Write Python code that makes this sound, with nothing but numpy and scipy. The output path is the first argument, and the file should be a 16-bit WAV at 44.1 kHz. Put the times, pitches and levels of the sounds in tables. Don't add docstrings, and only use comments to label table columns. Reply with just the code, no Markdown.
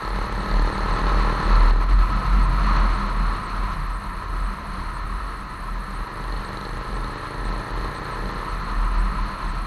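import sys
import numpy as np
from scipy import signal
from scipy.fft import rfft, irfft, next_fast_len
from scipy.io import wavfile
from scipy.ndimage import uniform_filter1d, map_coordinates

SR = 44100
rng = np.random.default_rng(int(sys.argv[2]) if len(sys.argv) > 2 else 0)


def output_pcm(signal):
    pcm = np.clip(np.atleast_2d(signal).T, -1, 1) * 32767
    wavfile.write(sys.argv[1], SR, np.round(pcm).astype(np.int16))


def amplitude_ratio(level_db):
    exponent = np.asarray(level_db, float) / 20
    return 10 ** exponent


N = 426006

# time in seconds, exhaust level in dB.
LOAD = [(0, -37), (.4, -35.5), (.8, -34.5), (1.5, -35), (1.72, -38), (1.85, -46), (2.1, -65), (5.5, -65),
        (5.8, -48), (6.2, -41.5), (6.5, -40), (7.2, -39.5), (7.7, -38), (8.25, -38.5), (8.55, -43),
        (8.8, -52), (9.66, -56)]
# time in seconds, wind strength in dB.
AIRFLOW = [(0, -33.5), (.5, -32), (.8, -29.5), (1.5, -27), (1.9, -29), (2.5, -29.5), (2.75, -26.5),
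           (3.2, -30.5), (3.75, -33), (4, -36), (4.6, -34.5), (5, -35.5), (5.7, -36.5), (7.2, -36),
           (7.9, -33.5), (8.45, -34), (9.3, -31.5), (9.66, -33.5)]
# centre in Hz, width in Hz, boost in dB.
HOUSING_MODES = [(1017, 127, 17), (1301.5, 91, 12.5), (1846, 444, 6.5), (2944, 140, 4.5), (4216, 452, 20),
                 (6230, 460, 10.5), (4255, 72, 4.5), (4720, 430, -3)]
# start in seconds, length in seconds, top in dB, swing in Hz.
SWINGS = [(0, 0.29, -26, 42.1), (0.285, 0.17, -25.5, 41.5), (0.474, 0.25, -16.5, 41.4),
          (.73, .27, -23, 40.7), (0.975, 0.44, -17.5, 40.7), (1.395, 0.51, -14, 40),
          (1.854, 0.23, -14, 41.8), (2.07, 0.14, -21, 44), (2.228, 0.33, -16, 43.48),
          (2.445, 0.67, -18, 43.05), (2.995, 0.43, -20.5, 41), (3.48, 0.27, -22.5, 41),
          (3.752, 0.25, -23, 41.2), (4.055, 0.18, -29, 43.2), (4.222, 0.33, -23.5, 40.6),
          (4.571, 0.82, -32, 40.63), (4.997, 0.49, -33, 45.16), (5.489, 0.42, -31, 40.9),
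          (5.871, 0.24, -29.5, 41.2), (6.158, 0.33, -29.5, 41), (6.619, 0.26, -32, 39.7),
          (6.858, 0.25, -29, 42.6), (7.346, 0.27, -24.5, 42.4), (7.702, .24, -25.5, 42.16),
          (8.085, 0.36, -33.5, 40), (8.48, 0.27, -27, 41), (8.693, 0.23, -19.5, 39.6),
          (8.873, 0.27, -18.5, 39.2), (9.15, 0.14, -22, 40.3), (9.407, 0.24, -23.5, 38.43)]
REST_DB = -44


def engine():
    # time in seconds, engine cycles per second in Hz.
    pull_1 = [
        (0, 36),
        (.45, 36.98),
        (.85, 38.07),
        (1.25, 38.99),
        (1.45, 39.11),
        (1.85, 39.1),
    ]
    # time in seconds, engine cycles per second in Hz.
    coast = [
        (1.95, 37.5),
        (2.05, 38.47),
        (2.789, 37.16),
        (3.86, 29.0),
        (4.1, 25.52),
        (5.4, 23.62),
    ]
    # time in seconds, engine cycles per second in Hz.
    pull_2 = [
        (5.4, 24.3),
        (6.25, 23.92),
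        (6.45, 24.22),
        (7.25, 26.85),
        (7.65, 28.1),
        (8.25, 29.66),
        (8.45, 29.94),
        (9.66, 30.2),
    ]
    front_fires = .0779, 6.1164
    # delay in cycles, level in dB.
    rear_cylinder = [
        (.56, -20),
        (.365, -2),
    ]
    edges_hz = 1150, 720
    pull_orders = [
        (-15, -32, -16, -20, -25),
        (-30, -25, -15, -13, -17),
    ]
    coast_orders = [
        (-55, -52, -61, -65, -68),
        (-64, -59, -59, -60, -68),
    ]
    load_db = curves(LOAD)[0]
    pressure, blows, cycle = np.zeros((3, N))
    orders = np.zeros((5, N))
    spells = zip([[*pull_1, *coast], pull_2], front_fires, rear_cylinder, edges_hz, pull_orders, coast_orders)
    for speed, fires, rear, edge_hz, pulled, coasting in spells:
        turns, on = crank(speed, fires)
        spell = on * firings(turns, rear, scatter_db=1.8)
        pressure += exhaust_blow(spell, edge_hz) * np.sqrt(np.mean(on))
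        blows += on * firings(turns, (rear[0], -11), scatter_db=1.6)
        cycle += on * turns
        pulled_db = np.add.outer(pulled, load_db)
        orders += on * np.maximum(amplitude_ratio(coasting)[:, None], amplitude_ratio(pulled_db))
    return exhaust(pressure, load_db) + valves(blows, load_db) + drone(cycle, orders) + intake(load_db)


def exhaust_blow(spell, edge_hz):
    def shape(f):
        advance = np.exp(2j * np.pi * f * .0004)
        return 1j * f / (1 - 1j * f / 330) / (1 + 1j * f / edge_hz) ** 3 * advance
    return unit(filtered(spell, shape))


def exhaust(pressure, load_db):
    # delay in seconds, level in dB.
    echoes = [
        (.0023, -4.5),
        (.0047, -8.5),
    ]
    # centre in Hz, width in Hz, boost in dB.
    pipe = [(298.5, 17, 15), (476, 30, 4), (587, 30, 13), (670, 98, -4.5), (856, 130, 7)]
    pipe_tone = boosted(pipe)

    def path(f):
        bounces = sum(amplitude_ratio(db) * np.exp(-2j * np.pi * f * s) for s, db in echoes)
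        return (1 + bounces) * pipe_tone(f)
    return amplitude_ratio(load_db) * unit(filtered(pressure, path))


def valves(blows, load_db):
    puffs = filtered(blows, lambda f: np.exp(2j * np.pi * f * .0015) / (1 + 1j * f / 150) ** 2)
    spectrum = [(1500, -20), (3000, -7.5), (4200, -6.0), (5000, -27), (7300, -13), (9000, -40), (14000, -120)]
    clatter = puffs * rush(spectrum, HOUSING_MODES, patchy_db=-1.8)
    ping_s, ping_half_s, ping_db = 6.55, .35, 5.5
    ping = np.clip(1 - abs(np.arange(N) / SR - ping_s) / ping_half_s, 0, 1)
    level_db = together(load_db - 14.5, -66.5) + ping_db * ping
    return amplitude_ratio(level_db) * unit(clatter)


def drone(cycle, orders):
    # centre in Hz, width in Hz, boost in dB.
    bike_frame = [(77, 14, 6), (119, 26, 10)]
    tones = np.zeros(N)
    for order, size in enumerate(orders, 2):
        tones += size * amplitude_ratio(1.16 * wobble(4)) * np.sin(2 * np.pi * order * cycle)
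    return np.sqrt(2) * filtered(tones, boosted(bike_frame))


def intake(load_db):
    breath = filtered(rng.standard_normal(N), lambda f: ring(f, hz=1762, width=415) ** 2)
    return amplitude_ratio(together(load_db - 5.5, -47)) * unit(breath)


def crank(pull, fires):
    turns = np.cumsum(curves(pull)[0]) / SR
    t = np.arange(N) / SR
    return turns - turns[round(fires * SR)], (t >= pull[0][0]) * (t < pull[-1][0])


def firings(turns, rear, scatter_db):
    blows = np.zeros(N)
    for delay, db in [(0, 0), rear]:
        at = np.flatnonzero(np.diff(np.floor(turns - delay)))
        scatter = rng.standard_normal(N // 500)[:len(at)]
        blows[at] = amplitude_ratio(db + scatter_db * scatter)
    return blows


def shake():
    # time in seconds, lower mode in dB, upper mode in dB.
    knocks = [(.5, -40, -31), (.57, -27, -42), (.96, -42, -39), (1.05, -31, -41), (1.24, -41, -37),
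              (1.4, -35, -43), (1.48, -39, -33.5), (2.15, -30, -29), (2.26, -32, -42), (2.39, -50, -27),
              (2.53, -29.5, -43), (2.66, -40, -29.5), (2.77, -30, -29), (3.06, -42, -32.5),
              (3.23, -31, -29), (3.79, -31.5, -40), (4.39, -36, -51), (6.38, -42, -46), (6.94, -52, -37.5),
              (9.58, -37, -47)]
    t, db, wind_db = np.arange(N) / SR, swing_db(), curves(AIRFLOW)[0]
    hz = curves([(s + length / 2, hz) for s, length, _, hz in SWINGS])[0]
    swing = np.sqrt(2) * amplitude_ratio(db) * np.sin(2 * np.pi * np.cumsum(hz + 1.32 * wobble(9)) / SR)
    lower_db = wind_db - 12 + 1.57 * wobble(8)
    upper_db = wind_db - 10 + 1.57 * wobble(8)
    for s, lower_top, upper_top in knocks:
        tent_db = np.minimum(175 * (t - s), 200 * (s - t))
        lower_db = np.maximum(lower_db, lower_top + tent_db)
        upper_db = np.maximum(upper_db, upper_top + tent_db)
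    swing += amplitude_ratio(0.33 * db - 30.5) * knocked(hz=40, width=43)
    swing += amplitude_ratio(wind_db - 7) * knocked(hz=41.5, width=10)
    lower = amplitude_ratio(lower_db) * knocked(hz=151.9, width=23.4)
    upper = amplitude_ratio(upper_db + 1.0) * knocked(hz=196.3, width=25.4)
    return swing + lower + upper


def knocked(hz, width):
    return unit(filtered(rng.standard_normal(N), lambda f: ring(f, hz, width) ** 2))


def swing_db():
    t = np.arange(N) / SR
    power = amplitude_ratio(2 * REST_DB)
    for s, length, db, _ in SWINGS:
        u = np.clip((t - s) / length, 0, 1)
        swell = np.sin(np.pi * u ** 0.96) ** (2 * 0.78)
        power = power + amplitude_ratio(2 * db) * abs(swell)
    return 10 * np.log10(power)


def wind():
    # centre in Hz, width in Hz, boost in dB.
    mount = [(81, 18, 5), (121, 12, 2)]
    # frequency in Hz, density in dB per Hz.
    lows_spectrum = [(8, -8), (20, -1.5), (35, 12), (65, -4.5), (130, -4.5), (180, -21), (300, -8),
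                     (380, -15.5), (700, -69), (3000, -120)]
    body_spectrum = [(150, -32), (240, -1.5), (320, -3), (550, -5.5), (700, -4), (900, -14), (2000, -36),
                     (5000, -120)]
    roar_spectrum = [(400, -15), (750, -4), (1100, -1), (2000, -7), (2600, -10), (5000, -56), (8000, -120)]
    fizz_spectrum = [(1500, -14.5), (2400, -5.5), (3400, -9), (4600, -15), (6800, -24), (8000, -22),
                     (10000, -36), (14000, -120)]
    roar_db, load_db = curves(AIRFLOW)[0], curves(LOAD)[0]
    buffet_db = roar_db - 5 + 0.13 * (swing_db() - REST_DB)
    body_db = together(roar_db - 9.5, load_db - 1.5)
    fizz_db = together(roar_db - 14.5, load_db - 11.5)
    flurries, eddies = wobble(7), wobble(30)
    lows = amplitude_ratio(buffet_db + 0.8 * wobble(7.7)) * rush(lows_spectrum, mount, patchy_db=-1.1)
    noise_share = np.clip(1 - amplitude_ratio(2 * (load_db - body_db) - 4), .25, 1)
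    body_gain = np.sqrt(noise_share) * amplitude_ratio(body_db - 0.95 + 0.31 * eddies)
    body = body_gain * rush(body_spectrum, [], patchy_db=1.5)
    roar_gain = amplitude_ratio(roar_db + 0.12 + 0.5 * eddies + .55 * flurries)
    roar = roar_gain * rush(roar_spectrum, HOUSING_MODES, patchy_db=-0.44)
    fizz_gain = amplitude_ratio(fizz_db + 1.0 * eddies + 0.13 * flurries)
    fizz = fizz_gain * rush(fizz_spectrum, HOUSING_MODES, patchy_db=0.5)
    return lows + ducked() ** 0.68 * (body + roar + fizz)


def supply():
    # start in seconds, length in seconds.
    rests = [(.29, .03), (0.592, .02), (1.061, 0.0079), (1.528, .02), (2.129, 0.031), (2.459, 0.033),
             (2.768, 0.026), (3.068, 0.029), (3.469, 0.027), (3.87, 0.023), (4.235, 0.048), (4.601, 0.043),
             (5, 0.051), (5.437, 0.054), (5.74, 0.047), (6.075, 0.045), (6.5, 0.02), (6.787, 0.036),
             (7.137, 0.04), (7.499, 0.029), (7.712, .046), (8, 0.028), (8.315, 0.028), (8.613, 0.026),
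             (8.949, 0.032), (9.215, .04), (9.52, 0.03)]
    steps_s = .65, 1.65, 2.6, 3.65, 4.68, 5.6, 6.65, 7.74, 8.6
    # frequency in Hz, density in dB per Hz.
    hiss_spectrum = [(5000, -20), (6500, -2), (7400, -10), (8300, 0), (10000, -2), (12500, -7.5),
                     (14150, -6.5), (14400, -13), (15000, -11), (15700, -10), (16000, -60)]
    t = np.arange(N) / SR
    frame = (t - .0262) * 29.918
    from_readout = (frame + .5) % 1 - .5
    load = frame_load(frame, from_readout)
    resting = sum((t > s) & (t < s + length) for s, length in rests)
    running = uniform_filter1d(1. - resting, size=90)
    jitter_hz = (310 + 190 * load) * wobble(1800) + 90 * wobble(150)
    idle_hz = 10990 + 125 * (-1) ** np.searchsorted(steps_s, t)
    hz = idle_hz * (1 - load) + 8700 * load + jitter_hz
    flutter_db = (1.5 + 1.5 * load) * wobble(900)
    whine = amplitude_ratio(-57.5 + 4.2 * load + flutter_db) * np.sin(2 * np.pi * np.cumsum(hz) / SR)
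    crackle = rush([(9000, -40), (12500, -6), (14400, -2), (15300, -6)], [], patchy_db=1.5)
    spikes = amplitude_ratio(-69 + 3.5 * wobble(40)) * np.exp(-(from_readout / .05) ** 2) * crackle
    hiss = amplitude_ratio(-64.5) * rush(hiss_spectrum, [], patchy_db=-1.5)
    return ducked() * (running * (whine + spikes) + hiss)


def frame_load(frame, from_readout):
    number = np.floor(frame)
    load = (abs(from_readout) < .135) | np.isin(number, (21, 242))
    slips = np.searchsorted((20, 250), frame)
    load |= (number - slips) % 15 == 11
    return uniform_filter1d(load * 1., size=70)


def ducked():
    # start in seconds, length in seconds, gain in dB.
    ducks = [
        (1.711, 0.09, -7),
        (1.846, 0.043, -8),
        (1.938, 0.046, -6.5),
    ]
    t = np.arange(N) / SR
    dip_db = sum(db * (t > s) * (t < s + length) for s, length, db in ducks)
    return amplitude_ratio(uniform_filter1d(dip_db, size=300))


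def rush(spectrum, modes, patchy_db):
    z = signal.stft(rng.standard_normal(N), nperseg=512)[2]
    field = uniform_filter1d(rng.standard_normal(z.shape), size=6, axis=0)
    field = uniform_filter1d(field, size=8, axis=1)
    noise = signal.istft(z * amplitude_ratio(patchy_db * unit(field)), nperseg=512)[1][:N]
    hz, db = np.transpose(spectrum)
    resonances = boosted(modes)
    return unit(filtered(noise, lambda f: amplitude_ratio(np.interp(np.log(f + 1), np.log(hz), db)) * resonances(f)))


def ring(f, hz, width):
    return 1j * f * width / (hz * hz - f * f + 1j * f * width)


def boosted(modes):
    return lambda f: np.prod([1 + (amplitude_ratio(db) - 1) * ring(f, hz, width) for hz, width, db in modes], axis=0)


def filtered(x, response):
    m = next_fast_len(N + SR // 2)
    return irfft(rfft(x, m) * response(np.fft.rfftfreq(m, 1 / SR)), m)[:N]


def wobble(rate):
    return map_coordinates(rng.standard_normal(int(N * rate / SR) + 4), [np.arange(N) * rate / SR])


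def curves(rows):
    s, *cols = np.transpose(rows)
    return [np.interp(np.arange(N) / SR, s, c) for c in cols]


def together(*levels_db):
    return 10 * np.log10(sum(amplitude_ratio(db) ** 2 for db in levels_db))


def unit(x):
    return x / np.sqrt(np.mean(x ** 2) + 1e-20)


def scene():
    return (engine() + shake() + wind() + supply())[None]


def roll_off(x):
    return signal.sosfilt(signal.butter(12, 15620, fs=SR, output="sos"), x)


def record(dry):
    return roll_off(dry)


dry = scene()
out = record(dry)
output_pcm(out)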